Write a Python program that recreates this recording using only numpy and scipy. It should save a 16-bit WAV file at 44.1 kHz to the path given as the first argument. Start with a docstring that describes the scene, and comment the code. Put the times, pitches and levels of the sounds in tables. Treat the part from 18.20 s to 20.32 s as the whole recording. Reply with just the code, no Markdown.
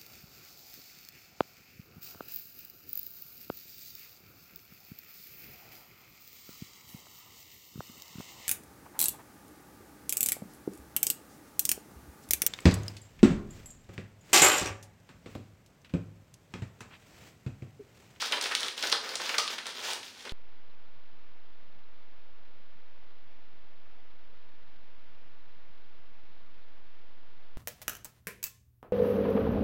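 """A fine crinkle and a papery rub, joined at once by sharp snaps: hands pull open a sterile pouch
of paper and plastic film in a small bare room. Tiny creases tick, paper slides under the fingers
and the fibres of the seal part. Bigger creases buckle with a crack that sets the sheet shivering.
Near the end the wrapper slides off its contents in one swish. The room echoes over faint air noise."""
import sys
import numpy as np
from scipy import signal
from scipy.fft import rfft, irfft
from scipy.io import wavfile

SR = 44100
rng = np.random.default_rng(int(sys.argv[2]) if len(sys.argv) > 2 else 0)


def store_pcm(level_fs):
    """Save levels as 16-bit WAV."""
    pcm = np.round(np.clip(level_fs, -1, 1) * 32767).astype(np.int16)
    wavfile.write(sys.argv[1], SR, np.atleast_2d(pcm).T)


N = 93580

# pulls of the hands, with a gain for each layer:
# (start [s], length [s], film crinkle [dB], paper rub [dB], parting fibres [dB])
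HAND_PULLS = [ (0, 0.071, -37, -47, -47), (0.118, 0.063, -40, -39.5, -56), (0.226, 0.045, -38, -42, -50),
              (0.295, 0.044, -43.5, -46, -60), (0.404, 0.074, -39, -43, -51), (.58, 0.069, -41.5, -48, -51),
              (0.636, 0.056, -38, -39.5, -45), (0.728, 0.028, -38.5, -40, -64),
              (0.839, 0.11, -47, -41.5, -52), (1.015, .14, -41, -42, -48.5),
              (1.214, 0.025, -39.5, -57.5, -54), (1.308, 0.03, -41, -41.5, -48),
              (1.471, 0.035, -43.5, -48, -56), (1.56, 0.19, -44.5, -47, -53),
              (1.844, 0.04, -48.5, -60, -55.5), (1.98, .05, -52.5, -59, -63),
              (2.06, 0.018, -50.5, -45.5, -67)]
# gains while the pouch is just held: (film [dB], paper [dB], fibres [dB])
HOLDING_DB = (-52, -57, -73)
# tone of the buckling sheet: (frequency [Hz], level [dB])
SHEET_TONE = [(60, -54), (160, -17), (240, -18.5), (480, 0), (1500, 1.5), (5000, 1.5), (7500, -5.5),
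              (9500, -1), (11500, -14.5), (14000, -8), (16000, -12)]
# tone of the crinkling film: (frequency [Hz], level [dB])
FILM_TONE = [(400, -48), (1500, -4.5), (2500, -8), (3400, -0.5), (5000, -6), (7500, -9.5), (9500, -14.5),
             (11500, -15.5), (15500, -38)]
# tone of the rubbed paper: (frequency [Hz], level [dB])
PAPER_TONE = [(80, -43), (160, -31.5), (230, -8.5), (330, -4.5), (480, 2), (750, -0.5), (1300, 0.5),
              (2200, -0.5), (4000, -12.5), (12000, -44)]
# tone of the seal's parting fibres: (frequency [Hz], level [dB])
FIBRE_TONE = [(2000, -37), (5000, 12), (7000, 5.5), (9500, -18), (11500, -7), (13500, -1.5), (16000, -5.5)]
# tone of the room's air: (frequency [Hz], level [dB])
AIR_TONE = [(22, -30), (37, 2.5), (55, -19), (80, -8), (98, 2), (120, -5.5), (165, -7), (230, 4.5),
            (600, -10.5), (2000, -4.5), (6000, -5.5), (15500, -26)]
# how long the room rings: (frequency [Hz], time to fade by 60 dB [s])
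RING_TIMES = [(200, 0.75), (660, 0.38), (1700, 0.35), (4500, 0.36), (9000, 0.35), (15000, 0.27)]
# buckling creases; a facet is a small flat patch of sheet between creases:
# (time [s], crack peak [dB], shiver level [dB], facet pitch [Hz], width of its ring [octaves])
BUCKLING_CREASES = [ (0.0193, -20, -28, 4300, .53), (0.023, -34, -30, 1300, 0.49),
                    (.061, -28, -37, 6040, 0.68), (0.1224, -13, -21.5, 3100, 0.32),
                    (.129, -34, -26, 1600, 0.8), (0.2117, -32, -25.5, 5530, 0.59),
                    (.225, -24, -31.5, 8100, 1), (0.2416, -17, -43, 4370, 0.54),
                    (.256, -31, -27.5, 2170, 0.67), (0.3125, -38, -29.5, 1510, 0.51),
                    (0.3203, -22, -28, 1600, 0.85), (0.3509, -10, -22.5, 3420, 1),
                    (0.406, -22, -34, 5940, 0.64), (0.4315, -18, -28, 3400, 0.23),
                    (.483, -20, -29.5, 3400, .63), (.578, -32, -31, 3280, 0.27),
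                    (.626, -19, -26, 3580, 0.69), (.638, -19, -33, 1560, 0.52),
                    (0.672, -20, -30.5, 3630, 1), (0.6996, -19, -36, 5000, 0.61),
                    (.7176, -33, -25, 4140, .68), (.7245, -14, -17, 4280, 0.3), (.727, -11, -30, 920, 0.73),
                    (0.8915, -23, -32.5, 4550, .2), (0.955, -22, -25.5, 5700, 0.59),
                    (0.9988, -37, -33, 1090, 1), (1.0178, -22, -39, 4270, 0.34),
                    (1.055, -38, -32.5, 2850, .84), (1.0926, -18, -26, 1940, .98),
                    (1.1424, -24, -26.5, 1660, 0.46), (1.1816, -17.5, -17.5, 5190, 0.37),
                    (1.1841, -12.5, -23.5, 1223, 0.078), (1.198, -28, -27.5, 3270, 0.15),
                    (1.2773, -30, -27, 3530, 0.49), (1.3825, -32.5, -30.5, 2450, 0.93),
                    (1.457, -28, -37.5, 1070, 1), (1.468, -18.5, -35.5, 4700, 1),
                    (1.685, -40, -36.5, 870, 0.18), (1.7043, -29, -32.5, 2800, 0.28),
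                    (1.733, -25.5, -30.5, 6960, 0.69), (1.8305, -37, -38, 3200, 0.47),
                    (2.0517, -36.5, -39, 2360, 1), (2.093, -35, -35.5, 3500, 0.22)]
# tone of the sliding wrapper: (frequency [Hz], level [dB])
SWISH_TONE = [(90, -42), (160, -29), (230, -17), (420, -3), (620, 0.5), (850, 2), (1200, -1.5), (3200, 2),
              (5500, -0.5), (9000, -10), (11500, -19), (15500, -17)]


def amp(db):
    """Turns decibels into a gain."""
    return 10 ** (np.asarray(db) / 20)


def unit(x):
    """Scales a sound to an average (rms) level of 1."""
    return x / np.sqrt(np.mean(x ** 2) + 1e-20)


def read(table, hz):
    """Looks up a table, sliding between its rows on a log-frequency axis."""
    row_hz, value = np.transpose(table)
    return np.interp(np.log(hz + 1), np.log(row_hz + 1), value)


def add(mix, start_s, sound):
    """Mixes a sound in at its start time."""
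    part = mix[max(round(start_s * SR), 0):][:len(sound)]
    part += sound[:len(part)]


def coloured(x, tone):
    """Filters a sound with a tone table and scales it to level 1."""
    hz = np.fft.rfftfreq(len(x), 1 / SR)
    return unit(irfft(rfft(x) * amp(read(tone, hz)), len(x)))


def stroke(start_s, length_s, attack_s, release_s):
    """Gain of one hand movement: it builds smoothly up to its start, holds, then dies away."""
    t = np.arange(N) / SR - start_s
    rise = np.sin(np.pi / 2 * np.clip(1 + t / attack_s, 0, 1)) ** 2
    return rise * np.exp(-np.maximum(t - length_s, 0) / release_s)


def handling(attack_s=0.022, release_s=0.016, empty_s=1.78, lighter_db=-6.5):
    """Gains of film, paper and fibres: pulls on top of a grip that lightens once the pouch is empty."""
    grip_db = np.interp(np.arange(N) / SR, [empty_s - release_s, empty_s], [0, lighter_db])
    power = np.outer(amp(HOLDING_DB), amp(grip_db)) ** 2
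    for start_s, length_s, *layers_db in HAND_PULLS:
        power += np.outer(amp(layers_db), stroke(start_s, length_s, attack_s, release_s)) ** 2
    return np.sqrt(power)


def facet(centre_hz, octaves, skirt_db, travel_s, dull_hz, size=2048):
    """Click of one small patch of sheet: a broad ring whose bending waves arrive treble first."""
    hz = np.fft.rfftfreq(size, 1 / SR)
    ring = np.exp(-.5 * (np.log2((hz + 1) / centre_hz) / octaves) ** 2)
    skirt = amp(skirt_db) / np.hypot(1, hz / dull_hz)  # weaker sound on both sides of the ring
    log_gain = np.log((ring + skirt) * amp(read(SHEET_TONE, hz)))
    # this phase makes the click start sharply and ring afterwards
    onset_phase = -signal.hilbert(np.r_[log_gain, log_gain[-2:0:-1]]).imag[:len(hz)]
    delay_s = travel_s * np.sqrt(centre_hz / (hz + 200))
    travel_phase = 2 * np.pi * np.cumsum(delay_s) * SR / size
    return irfft(np.exp(log_gain + 1j * (onset_phase - travel_phase)))


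def crinkle(ticks_per_s=900, spread_db=1.0, trim_db=-0.77, facets=16):
    """Many tiny creases in the film, each ticking in one of a few facets."""
    ticks = (rng.random(N) < ticks_per_s / SR) * rng.choice([-1, 1], N)
    ticks = ticks * amp(spread_db * np.minimum(rng.exponential(1, N), 3))
    which, out = rng.integers(0, facets, N), np.zeros(N)
    for k, hz in enumerate(np.geomspace(1200, 12000, facets)):
        tick = facet(hz, octaves=0.45, skirt_db=-12.5, travel_s=.001, dull_hz=18400)
        out += signal.oaconvolve(ticks * (which == k), tick)[:N]
    return coloured(out, FILM_TONE) * amp(trim_db)


def rub(trim_db=-1, catch_db=2.5, catch_s=0.006):
    """Paper slides under the fingers, catching and letting go."""
    smoothing = np.hanning(int(2 * catch_s * SR))
    catch = unit(signal.fftconvolve(rng.standard_normal(N), smoothing, "same"))
    hiss = coloured(rng.standard_normal(N), PAPER_TONE)
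    return unit(hiss * amp(catch_db * catch)) * amp(trim_db)


def slips(size, spread_db):
    """Grainy noise from countless tiny slips of uneven size."""
    return rng.standard_normal(size) * amp(spread_db * rng.standard_normal(size))


def parting_fibres():
    """The fibres of the seal let go in tiny slips, making a high hiss."""
    return coloured(slips(N, spread_db=2), FIBRE_TONE)


def room_air(level_db=-56):
    """The room's air: a faint, steady rumble and hiss."""
    return amp(level_db) * coloured(rng.standard_normal(N), AIR_TONE)


def echoes(tail_db=-4.5, early_db=-12, first_s=0.00078, build_s=0.015, count=7):
    """A few echoes off the table and near wall, then a blurred tail that dies sooner in the treble."""
    t = np.arange(SR // 2) / SR
    bounces = rng.choice([-1., 1.], len(t)) * (rng.random(len(t)) < 4000 / SR)
    hz, age_s, spectra = signal.stft(bounces, SR, nperseg=256)
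    dying = amp(-60 * age_s / read(RING_TIMES, hz)[:, None])
    build = np.clip((t - first_s) / build_s, 0, 1)
    tail = signal.istft(spectra * dying, SR)[1][:len(t)] * build
    echo = amp(tail_db) * tail / np.linalg.norm(tail)
    early_s = np.linspace(.002, .021, count) * rng.uniform(.85, 1.15, count)
    echo[(early_s * SR).astype(int)] += amp(early_db) / np.sqrt(count)
    return echo


def room(x, turn_s=.022, paths=6):
    """The crumpling sheet keeps facing other ways, so its sound takes changing paths round the room."""
    facing, out = np.arange(N) / SR / turn_s, np.zeros(N)
    for k in range(paths):
        turned_away = np.minimum(abs((facing + k) % paths - paths / 2), 1)
        share = np.cos(np.pi / 2 * turned_away)
        out += signal.fftconvolve(x * share, echoes())[:N]
    return out


def flattened(burst):
    """Spreads the energy of a burst evenly from bass to treble and keeps its timing."""
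    spectrum = rfft(burst)
    return irfft(spectrum / (abs(spectrum) + 1e-12), len(burst))


def snaps(mid_facet_hz=3000, mid_crack_hz=4060, mid_settle_s=0.0061, size=4096):
    """A crease flips with a crack; then the sheet around it shivers in uneven slips and settles."""
    t, out = np.arange(size) / SR, np.zeros(N)
    for start_s, crack_db, shiver_db, hz, width in BUCKLING_CREASES:
        # smaller, higher facets crack brighter and settle sooner than a mid-sized one
        pitch_ratio = hz / mid_facet_hz
        crack_hz = mid_crack_hz * pitch_ratio ** 0.34
        fade = np.exp(-t / mid_settle_s * pitch_ratio ** 0.67)
        crack = facet(crack_hz, octaves=0.74, skirt_db=-13.5, travel_s=0.0002985, dull_hz=16000)
        add(out, start_s, amp(crack_db) * crack / abs(crack).max())
        ring = facet(hz, octaves=width, skirt_db=-11.5, travel_s=0.0002904, dull_hz=4030)
        shaking = flattened(slips(size, spread_db=2) * fade) * fade ** 0.071
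        shiver = signal.fftconvolve(shaking, ring)
        add(out, start_s, amp(shiver_db) * shiver * np.linalg.norm(fade) / np.linalg.norm(shiver))
    return out


def swish(level_db=-37):
    """The wrapper slides off its contents in one grainy stroke."""
    slide = stroke(start_s=1.65, length_s=0.063, attack_s=0.029, release_s=0.032)
    return amp(level_db) * slide * coloured(slips(N, spread_db=6), SWISH_TONE)


def scene():
    """The pouch, its echoes and the room's air, in one channel."""
    film, paper, fibres = handling()
    pouch = snaps() + film * crinkle() + paper * rub() + fibres * parting_fibres() + swish()
    air = room_air()
    return (pouch + room(pouch) + air)[None]


def record(dry, cutoff_hz=16050):
    """Cuts away the very highest treble."""
    low_pass = signal.firwin(401, cutoff_hz, window=("kaiser", 8), fs=SR)
    return signal.oaconvolve(dry, low_pass[None], "same")


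dry = scene()
out = record(dry)
store_pcm(out)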